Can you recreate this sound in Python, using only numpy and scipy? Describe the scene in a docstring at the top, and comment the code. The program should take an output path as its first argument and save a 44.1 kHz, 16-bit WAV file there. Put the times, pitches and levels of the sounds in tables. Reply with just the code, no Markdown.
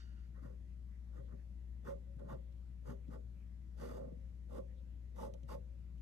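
"""A fine-tip pen draws short strokes on a sheet of labels, heard close and in stereo.
Each stroke speeds up and slows in one arch: the nib hisses, rattles the sheet and, a moment later,
sets the desk top ringing. The drawing hand slides and bumps between strokes,
over a low hum in the room."""
import sys
import numpy as np
from scipy import signal
from scipy.fft import rfft, irfft, next_fast_len
from scipy.io import wavfile
from scipy.ndimage import uniform_filter1d, map_coordinates

SR = 44100
rng = np.random.default_rng(int(sys.argv[2]) if len(sys.argv) > 2 else 0)


def wav_record(signal):
    """Record a signal, one row per channel, as 16-bit PCM in the file named by sys.argv[1]."""
    frames = np.transpose(np.atleast_2d(signal))
    bounded = np.clip(frames, -1, 1)
    # unit amplitude maps onto the largest positive 16-bit level
    quanta = np.round(bounded * 32767).astype(np.int16)
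    wavfile.write(sys.argv[1], SR, quanta)


N = 265173
TIME_S = np.arange(N) / SR
FFT_SIZE = next_fast_len(N + SR // 2)
FFT_HZ = np.fft.rfftfreq(FFT_SIZE, 1 / SR)


def amp(db):
    return 10 ** (np.asarray(db) / 20)


def unit_rms(x):
    return x / np.sqrt(np.mean(x ** 2) + 1e-20)


def along(points, hz=FFT_HZ):
    """Interpolate (f/Hz, value) points on a log axis."""
    point_hz, values = np.transpose(points)
    return np.interp(np.log(hz + 1), np.log(point_hz + 1), values)


def wobble(knots_per_s):
    """Smooth random curve."""
    knots = rng.standard_normal(int(N * knots_per_s / SR) + 4)
    return map_coordinates(knots, [TIME_S * knots_per_s])


def filtered(x, response):
    return irfft(rfft(x, FFT_SIZE) * response, FFT_SIZE)[..., :N]


def placed(pan_db, lead_rad):
    """Stereo gains; pan and lead are left minus right."""
    half = amp(pan_db / 2) * np.exp(.5j * lead_rad)
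    return np.array([half, 1 / half]).reshape(2, -1)


# Interchannel phase: f/Hz, lead/rad
STEREO_LEAD = [(300, 0), (550, -2.5), (900, -.7), (2700, -1.6), (3800, -.5), (4600, -2.3), (6400, -.3),
               (7400, -2.6), (9200, -3.2), (9900, -2.4), (12000, 0), (14500, 3.1)]
def spread(pair, spectrum, coherence, pan):
    """Two independent noises become a coloured, partly coherent stereo pair."""
    angle = np.arccos(np.clip(along(coherence), -1, 1)) / 2
    mid, side = filtered(pair, np.array([np.cos(angle), np.sin(angle)]))
    colour = amp(along(spectrum)) * placed(along(pan), along(STEREO_LEAD))
    return filtered(np.array([mid + side, mid - side]), colour / np.sqrt(np.mean(abs(colour) ** 2)))


def patchy(pair, depth_db):
    """Small random peaks come and go in the spectrum."""
    spectra = signal.stft(pair, nperseg=512)[2]
    field = rng.standard_normal(spectra.shape[1:])
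    for size, axis in [(3, 0), (22, 1), (8, 1)]:
        field = uniform_filter1d(field, size, axis)
    spectra *= amp(depth_db * unit_rms(field))
    return unit_rms(signal.istft(spectra, nperseg=512)[1][:, :N])


def mode(centre_hz, width_hz, db, pan_db, lead_rad):
    """Stereo response of one resonance."""
    damping = 1j * FFT_HZ * width_hz
    return amp(db) * placed(pan_db, lead_rad) * damping / (centre_hz ** 2 - FFT_HZ ** 2 + damping)


def plate(force, modes, low_hz, high_hz, focus_hz=None, focus_octaves=1):
    """Band-limited ring of a plate; modes near the focus, if given, take more of the force."""
    band = 1 / np.sqrt((1 + (low_hz / (FFT_HZ + 1)) ** 8) * (1 + (FFT_HZ / high_hz) ** 10))
    responses = [(-1) ** k * band * mode(*row) for k, row in enumerate(modes)]
    ring = 0
    for (hz, *_), response in zip(modes, responses):
        share = 1 if focus_hz is None else np.exp(-(np.log2(hz / focus_hz) / focus_octaves) ** 2)
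        ring += filtered(force * share, response)
    return ring / np.sqrt(np.mean(abs(sum(responses)) ** 2))


def friction(snags_per_s, scatter_db, smooth):
    """Tiny snags of uneven size over a smooth rub."""
    snags = (rng.random(N) < snags_per_s / SR) * rng.choice([-1, 1], N)
    sizes = amp(scatter_db * np.clip(rng.standard_normal(N), -2, 2))
    return unit_rms(unit_rms(snags * sizes) + smooth * rng.standard_normal(N))


def bursts(events, t60_s):
    """Two channels of decaying noise bursts from (t/s, level/dB) rows."""
    envelope = np.zeros(N + SR)
    t = np.arange(SR // 4) / SR
    for start_s, db in events:
        envelope[round(start_s * SR):][:len(t)] += amp(db - 60 * t / t60_s)
    return envelope[:N] * rng.standard_normal((2, N))


# Hum tones: f/Hz, level/dB, pan/dB
HUM_TONES = [(59.85, -50, 6.5), (117.6, -73, 2), (189.4, -71, 4.5)]
def mains_hum():
    """Low tones, wavering slightly in phase and level."""
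    hum = 0
    for hz, db, pan_db in HUM_TONES:
        phase = 2 * np.pi * hz * (TIME_S + 0.00026 * wobble(3.6))
        gain = amp(db + .35 * wobble(5)) * amp([[pan_db / 2], [-pan_db / 2]])
        hum += gain * unit_rms(np.sin(phase))
    return hum


# Rumble spectrum: f/Hz, relative level/dB
RUMBLE_SPECTRUM = [(20, -30), (45, -0.5), (70, -1.5), (88, -3.5), (118, -5), (155, -7.5), (195, -7),
                   (260, -14.5), (350, -18.5), (450, -27), (650, -35), (1500, -68.5)]
def room_rumble():
    """Steady low noise, stronger on the left."""
    coherence = [(70, 1), (170, 0.69), (330, 0.26)]
    pan = [(60, 9), (200, 4.8), (350, 1)]
    return amp(-60) * spread(rng.standard_normal((2, N)), RUMBLE_SPECTRUM, coherence, pan)


# Air spectrum: f/Hz, relative level/dB
AIR_SPECTRUM = [(200, -16), (450, -4), (570, 6.5), (640, -0.5), (1200, -3.5), (1880, -4), (2000, 0),
                (2130, -5), (3500, -9), (5500, -12), (8500, -11.5), (13700, -20.5), (14500, -24.5)]
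# Air stereo image: f/Hz, coherence
AIR_COHERENCE = [(500, .5), (1200, .15), (6500, .1), (9200, .97), (10500, .55), (12000, .85), (14000, .6)]
def room_air():
    """Faint, shifting broadband noise."""
    noise = patchy(rng.standard_normal((2, N)), depth_db=1.5)
    pan = [(400, -3.5), (550, -8), (700, -2), (2000, 3), (3000, 0.5)]
    return amp(-80) * spread(noise, AIR_SPECTRUM, AIR_COHERENCE, pan)


def afterring(x, low_t60_s, high_t60_s):
    """Desk and room keep the low notes sounding after each stroke."""
    hz, t, spectra = signal.stft(rng.standard_normal((2, SR)), SR, nperseg=512)
    t60_s = along([(600, low_t60_s), (900, high_t60_s)], hz)[:, None]
    colour = [(200, -4), (450, -6), (520, 1.5), (580, -0.5), (670, -8.5), (900, -22), (4000, -5)]
    spectra *= amp(along(colour, hz)[:, None] - 60 * t / t60_s)
    tail = signal.istft(spectra, SR, nperseg=512)[1] / np.sqrt(SR * low_t60_s / np.log(1e6))
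    return signal.fftconvolve(x, tail, axes=1)[:, :N]


# Finger rubs: t/s, half length/s, relative level/dB, f/Hz
FINGER_RUBS = [(0.946, 0.043, -87, 1980), (1.261, .034, -92, 3650), (1.403, .028, -87.5, 1800),
               (3.047, 0.017, -88, 2360), (3.413, 0.052, -90, 2340), (4.708, 0.037, -86.5, 1920),
               (4.788, .027, -89, 3600)]
def finger_rubs(faint_count):
    """Each shift of the fingers swells and fades in one resonance; fainter ones fall at random."""
    out = np.zeros((2, N + SR))
    t = np.arange(SR // 2) / SR - 1 / 4
    hz = np.fft.rfftfreq(len(t), 1 / SR)
    faint = [(rng.uniform(0, N / SR), .04, -94, 2300 * 2 ** rng.normal(0, .45))
             for _ in range(faint_count)]
    for peak_s, half_s, db, centre_hz in FINGER_RUBS + faint:
        resonance = 1 / (1 + ((hz / centre_hz - 1) / .14) ** 2)
        noise = irfft(rfft(rng.standard_normal((2, len(t)))) * resonance, len(t))
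        swell = amp(db + 6) * np.exp(-(t / half_s) ** 2)
        start = max(round((peak_s + t[0]) * SR), 0)
        out[:, start:start + len(t)] += swell * unit_rms(noise)
    return out[:, :N]


# Slide path: t/s, relative level/dB, focus/Hz
SLIDE_PATH = [(0, -67.5, 4080), (.06, -77, 3800), (.1, -78, 2500), (.21, -80, 2400), (.29, -86, 2330),
              (.36, -110, 2120)]
# Sheet modes under the palm: f/Hz, width/Hz, relative level/dB, pan/dB, lead/rad
PALM_MODES = [(530, 62, 13.5, -11, -2.5), (1420, 130, 15, -0.5, -2), (1860, 290, 3.5, -7.5, -2),
              (2920, 230, 1, -13, -0.5), (3680, 160, -2, 12, -2.5), (4580, 300, 3.5, -7, -2.5),
              (5400, 76, -6.5, -3, -5.5), (5900, 450, -8.5, 16, -0.5)]
def hand_slide():
    """Skin slides to a stop on the sheet, duller as it slows."""
    path_s, *columns = np.transpose(SLIDE_PATH)
    level_db, focus_hz = [np.interp(TIME_S, path_s, column) for column in columns]
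    force = friction(snags_per_s=3000, scatter_db=4.5, smooth=0.93)
    force *= amp(level_db + 5 + 1.5 * wobble(32))
    return plate(force, PALM_MODES, low_hz=390, high_hz=8350, focus_hz=focus_hz, focus_octaves=1.7)


# Hand bumps: t/s, relative level/dB
HAND_BUMPS = [(.424, -56.5), (.445, -56), (1.182, -57), (1.33, -56), (2.16, -59), (2.2, -53.5), (2.24, -54),
              (2.886, -51), (3.083, -51.5), (3.811, -54.5), (4.118, -53.5), (4.165, -63.5), (5.432, -55.5)]
def hand_bumps():
    """Soft blows ring the desk's three lowest modes."""
    force = amp(9) * bursts(HAND_BUMPS, t60_s=0.079)[0]
    return plate(force, DESK_MODES[:3], low_hz=61.6, high_hz=378)


# Pen ticks: t/s, relative level/dB
PEN_TICKS = [(2.194, -74.5), (2.524, -76), (2.58, -78), (3.081, -76), (5.338, -60.5), (5.432, -68.5),
             (5.981, -76)]
def pen_ticks():
    """Small bright clicks at the nib's position."""
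    spectrum = [(1200, -17), (3200, 7), (4500, -5), (6200, -0.5), (14000, -15.5)]
    return spread(bursts(PEN_TICKS, t60_s=0.03), spectrum, NIB_COHERENCE, NIB_BALANCE)


# Hiss spectrum: f/Hz, relative level/dB
NIB_SPECTRUM = [(900, -17), (2000, 10), (2400, -3), (2830, 4.5), (3130, -1), (3500, 3.5), (4200, -6.5),
                (4800, 1), (5600, -1), (6500, 2), (7300, -0.5), (8300, 6), (9400, -5.5), (11500, -3.5),
                (15500, -7.5)]
# Nib stereo image: f/Hz, coherence
NIB_COHERENCE = [(2000, .4), (6500, .6), (8000, .85), (9200, .99), (10300, .75), (12000, .97), (13200, .7),
                 (15000, .9)]
# Nib balance: f/Hz, pan/dB
NIB_BALANCE = [(1500, 11), (2800, -9), (4800, -10.5), (6000, 1), (15000, 0)]
def nib_hiss(grip, gain):
    """Fine friction; small resonances come and go as the contact moves over the paper."""
    fine = grip * np.array([friction(snags_per_s=5000, scatter_db=1, smooth=0.54) for _ in range(2)])
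    return spread(patchy(fine, depth_db=2.5) * gain, NIB_SPECTRUM, NIB_COHERENCE, NIB_BALANCE)


# Desk-top modes: f/Hz, width/Hz, relative level/dB, pan/dB, lead/rad
DESK_MODES = [(126.3, 27.2, 3, 3.5, 1), (173.3, 37.3, -0.5, 2.5, 0), (241, 56.6, -4, 0, 0.99),
              (364.3, 18, -7.5, -7.5, -2), (395, 8.7, -2, 1, -1.36), (483.9, 15.4, 2, -7.5, -2.5),
              (530.2, 18, 0.5, -6.5, -2.5), (550.6, 16, 4.5, -6, -3), (569.7, 9, -0.5, -10, -3.5),
              (637, 34.6, -6.5, -8.5, 4), (696, 36, -11, -6, -3.5)]
def desk_thrum(force, focus_hz):
    """The desk rings under the pressed nib; each catch adds one sharp push."""
    pushes = np.zeros(N)
    for time_s, _, db in NIB_CATCHES:
        pushes[round(time_s * SR)] += amp(db + 21.5)
    return plate(force + pushes, DESK_MODES, low_hz=90, high_hz=756,
                 focus_hz=focus_hz, focus_octaves=1.78)


# Sheet modes: f/Hz, width/Hz, relative level/dB, pan/dB, lead/rad
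SHEET_MODES = [(829, 89, -3.5, 1, 0.4), (874.3, 33, 6.5, 1, -0.5), (997, 27.5, 4.5, -1.5, -2.5),
               (1068, 31, 1.5, -7, 0.2), (1123, 65, -2.5, -10, 1.17), (1156, 38, 0.5, 0.5, -0.05),
               (1244, 61, 1, 0.5, -2), (1374, 49, -5.5, -7, -0.6), (1472, 128, -8, 0, -0.3),
               (1866, 36, -3.5, -5.5, -2), (1982, 45, -11, -5.5, -1.5)]
def sheet_rasp(force, landings, focus_hz):
    """Snags rattle the sheet; landings and catches add brief scrapes."""
    catches = [(time_s, db + 5) for time_s, db, _ in NIB_CATCHES]
    scrapes = bursts(landings + catches, t60_s=0.041)[0]
    return plate(force + scrapes, SHEET_MODES, low_hz=670, high_hz=2300,
                 focus_hz=focus_hz, focus_octaves=0.72)


def stroke_gain(peak_db, arch_db, attack_db_per_s=998, release_db_per_s=480, lag_s=0):
    """One arch a stroke, arch_db weaker at landing and lifting, with straight dB slopes outside."""
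    start_s, rise_s, fall_s = np.array(PEN_STROKES).T[:3, :, None]
    steps_s = TIME_S[::32]
    t = steps_s - start_s - lag_s
    from_peak = np.clip((t - rise_s) / np.where(t < rise_s, rise_s, fall_s), -1, 1)
    shape_db = -arch_db * from_peak ** 2
    shape_db -= attack_db_per_s * np.maximum(-t, 0)
    shape_db -= release_db_per_s * np.maximum(t - rise_s - fall_s, 0)
    return np.interp(TIME_S, steps_s, amp(peak_db) @ amp(shape_db))


# Nib catching on the paper, relative levels: t/s, sheet/dB, desk/dB
NIB_CATCHES = [(1.87, -50, -65), (2.213, -74, -52), (2.296, -50.5, -53), (4.58, -61, -38.5),
               (5.182, -49.5, -56), (5.226, -50.5, -38), (5.278, -79, -36), (5.34, -72.5, -44.5),
               (5.488, -51.5, -58), (5.542, -70, -40)]
# Strokes, relative levels: t/s, rise/s, fall/s, hiss/dB, rasp/dB, push/dB, sheet focus/Hz, desk focus/Hz
PEN_STROKES = [(0.34, 0.011, 0.077, -89, -66.5, -64.5, 1600, 260),
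               (.422, 0.016, 0.082, -81.5, -64.5, -57, 1510, 280),
               (1.129, 0.051, 0.028, -83.5, -63.5, -55, 1640, 370),
               (1.278, 0.047, 0.016, -93, -69, -59, 1550, 324),
               (1.847, 0.036, 0.047, -71, -54.5, -44, 1380, 380),
               (2.186, 0.0084, 0.022, -88, -67.5, -51, 1330, 320),
               (2.225, 0.047, 0.024, -100, -71, -58, 1310, 320),
               (2.284, 0.033, 0.036, -75, -54.5, -44.5, 1150, 313),
               (2.853, 0.049, 0.034, -72.5, -57, -47, 1290, 336),
               (3.103, 0.042, 0.023, -76.5, -60.5, -49, 1380, 367),
               (3.776, 0.038, 0.17, -69, -57.5, -46.5, 1410, 328),
               (3.93, 0.042, .14, -87.5, -69, -49, 1230, 338),
               (4.499, 0.08, .022, -73, -58.5, -45.5, 1060, 396),
               (5.162, 0.076, 0.04, -67.5, -55, -44, 900, 660),
               (5.485, 0.033, 0.039, -66, -52.5, -45.5, 990, 510)]
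def pen():
    """The dragged nib hisses and shakes sheet and desk; each stroke's place favours certain modes."""
    start_s, _, _, hiss_db, rasp_db, push_db, sheet_hz, desk_hz = np.transpose(PEN_STROKES)
    stroke = np.searchsorted(start_s[1:], TIME_S)
    hiss_gain = stroke_gain(hiss_db + 3, arch_db=10)
    rasp_gain = stroke_gain(rasp_db + 0.58, arch_db=14)
    # the hand's weight follows late and gently
    push_gain = stroke_gain(push_db + 0.94, arch_db=8.5, lag_s=0.0082,
                            attack_db_per_s=452, release_db_per_s=374)
    grip = amp(1.2 * wobble(170))  # stick-slip on the paper's tooth
    force = grip * friction(snags_per_s=2500, scatter_db=1, smooth=0.39)
    landings = list(zip(start_s, rasp_db - 5))
    hiss = nib_hiss(grip, hiss_gain)
    rasp = sheet_rasp(force * rasp_gain, landings, sheet_hz[stroke])
    thrum = desk_thrum(force * push_gain, desk_hz[stroke])
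    return hiss + rasp + thrum


def scene():
    """Pen and hand at the desk in a humming room."""
    drawing = pen() + hand_slide() + hand_bumps() + pen_ticks() + finger_rubs(faint_count=7)
    ring = amp(-16) * afterring(drawing, low_t60_s=.95, high_t60_s=.22)
    return drawing + ring + mains_hum() + room_rumble() + room_air()


def record(dry):
    """Brick-wall low-pass."""
    return filtered(dry, FFT_HZ < 14500)


dry = scene()
out = record(dry)
wav_record(out)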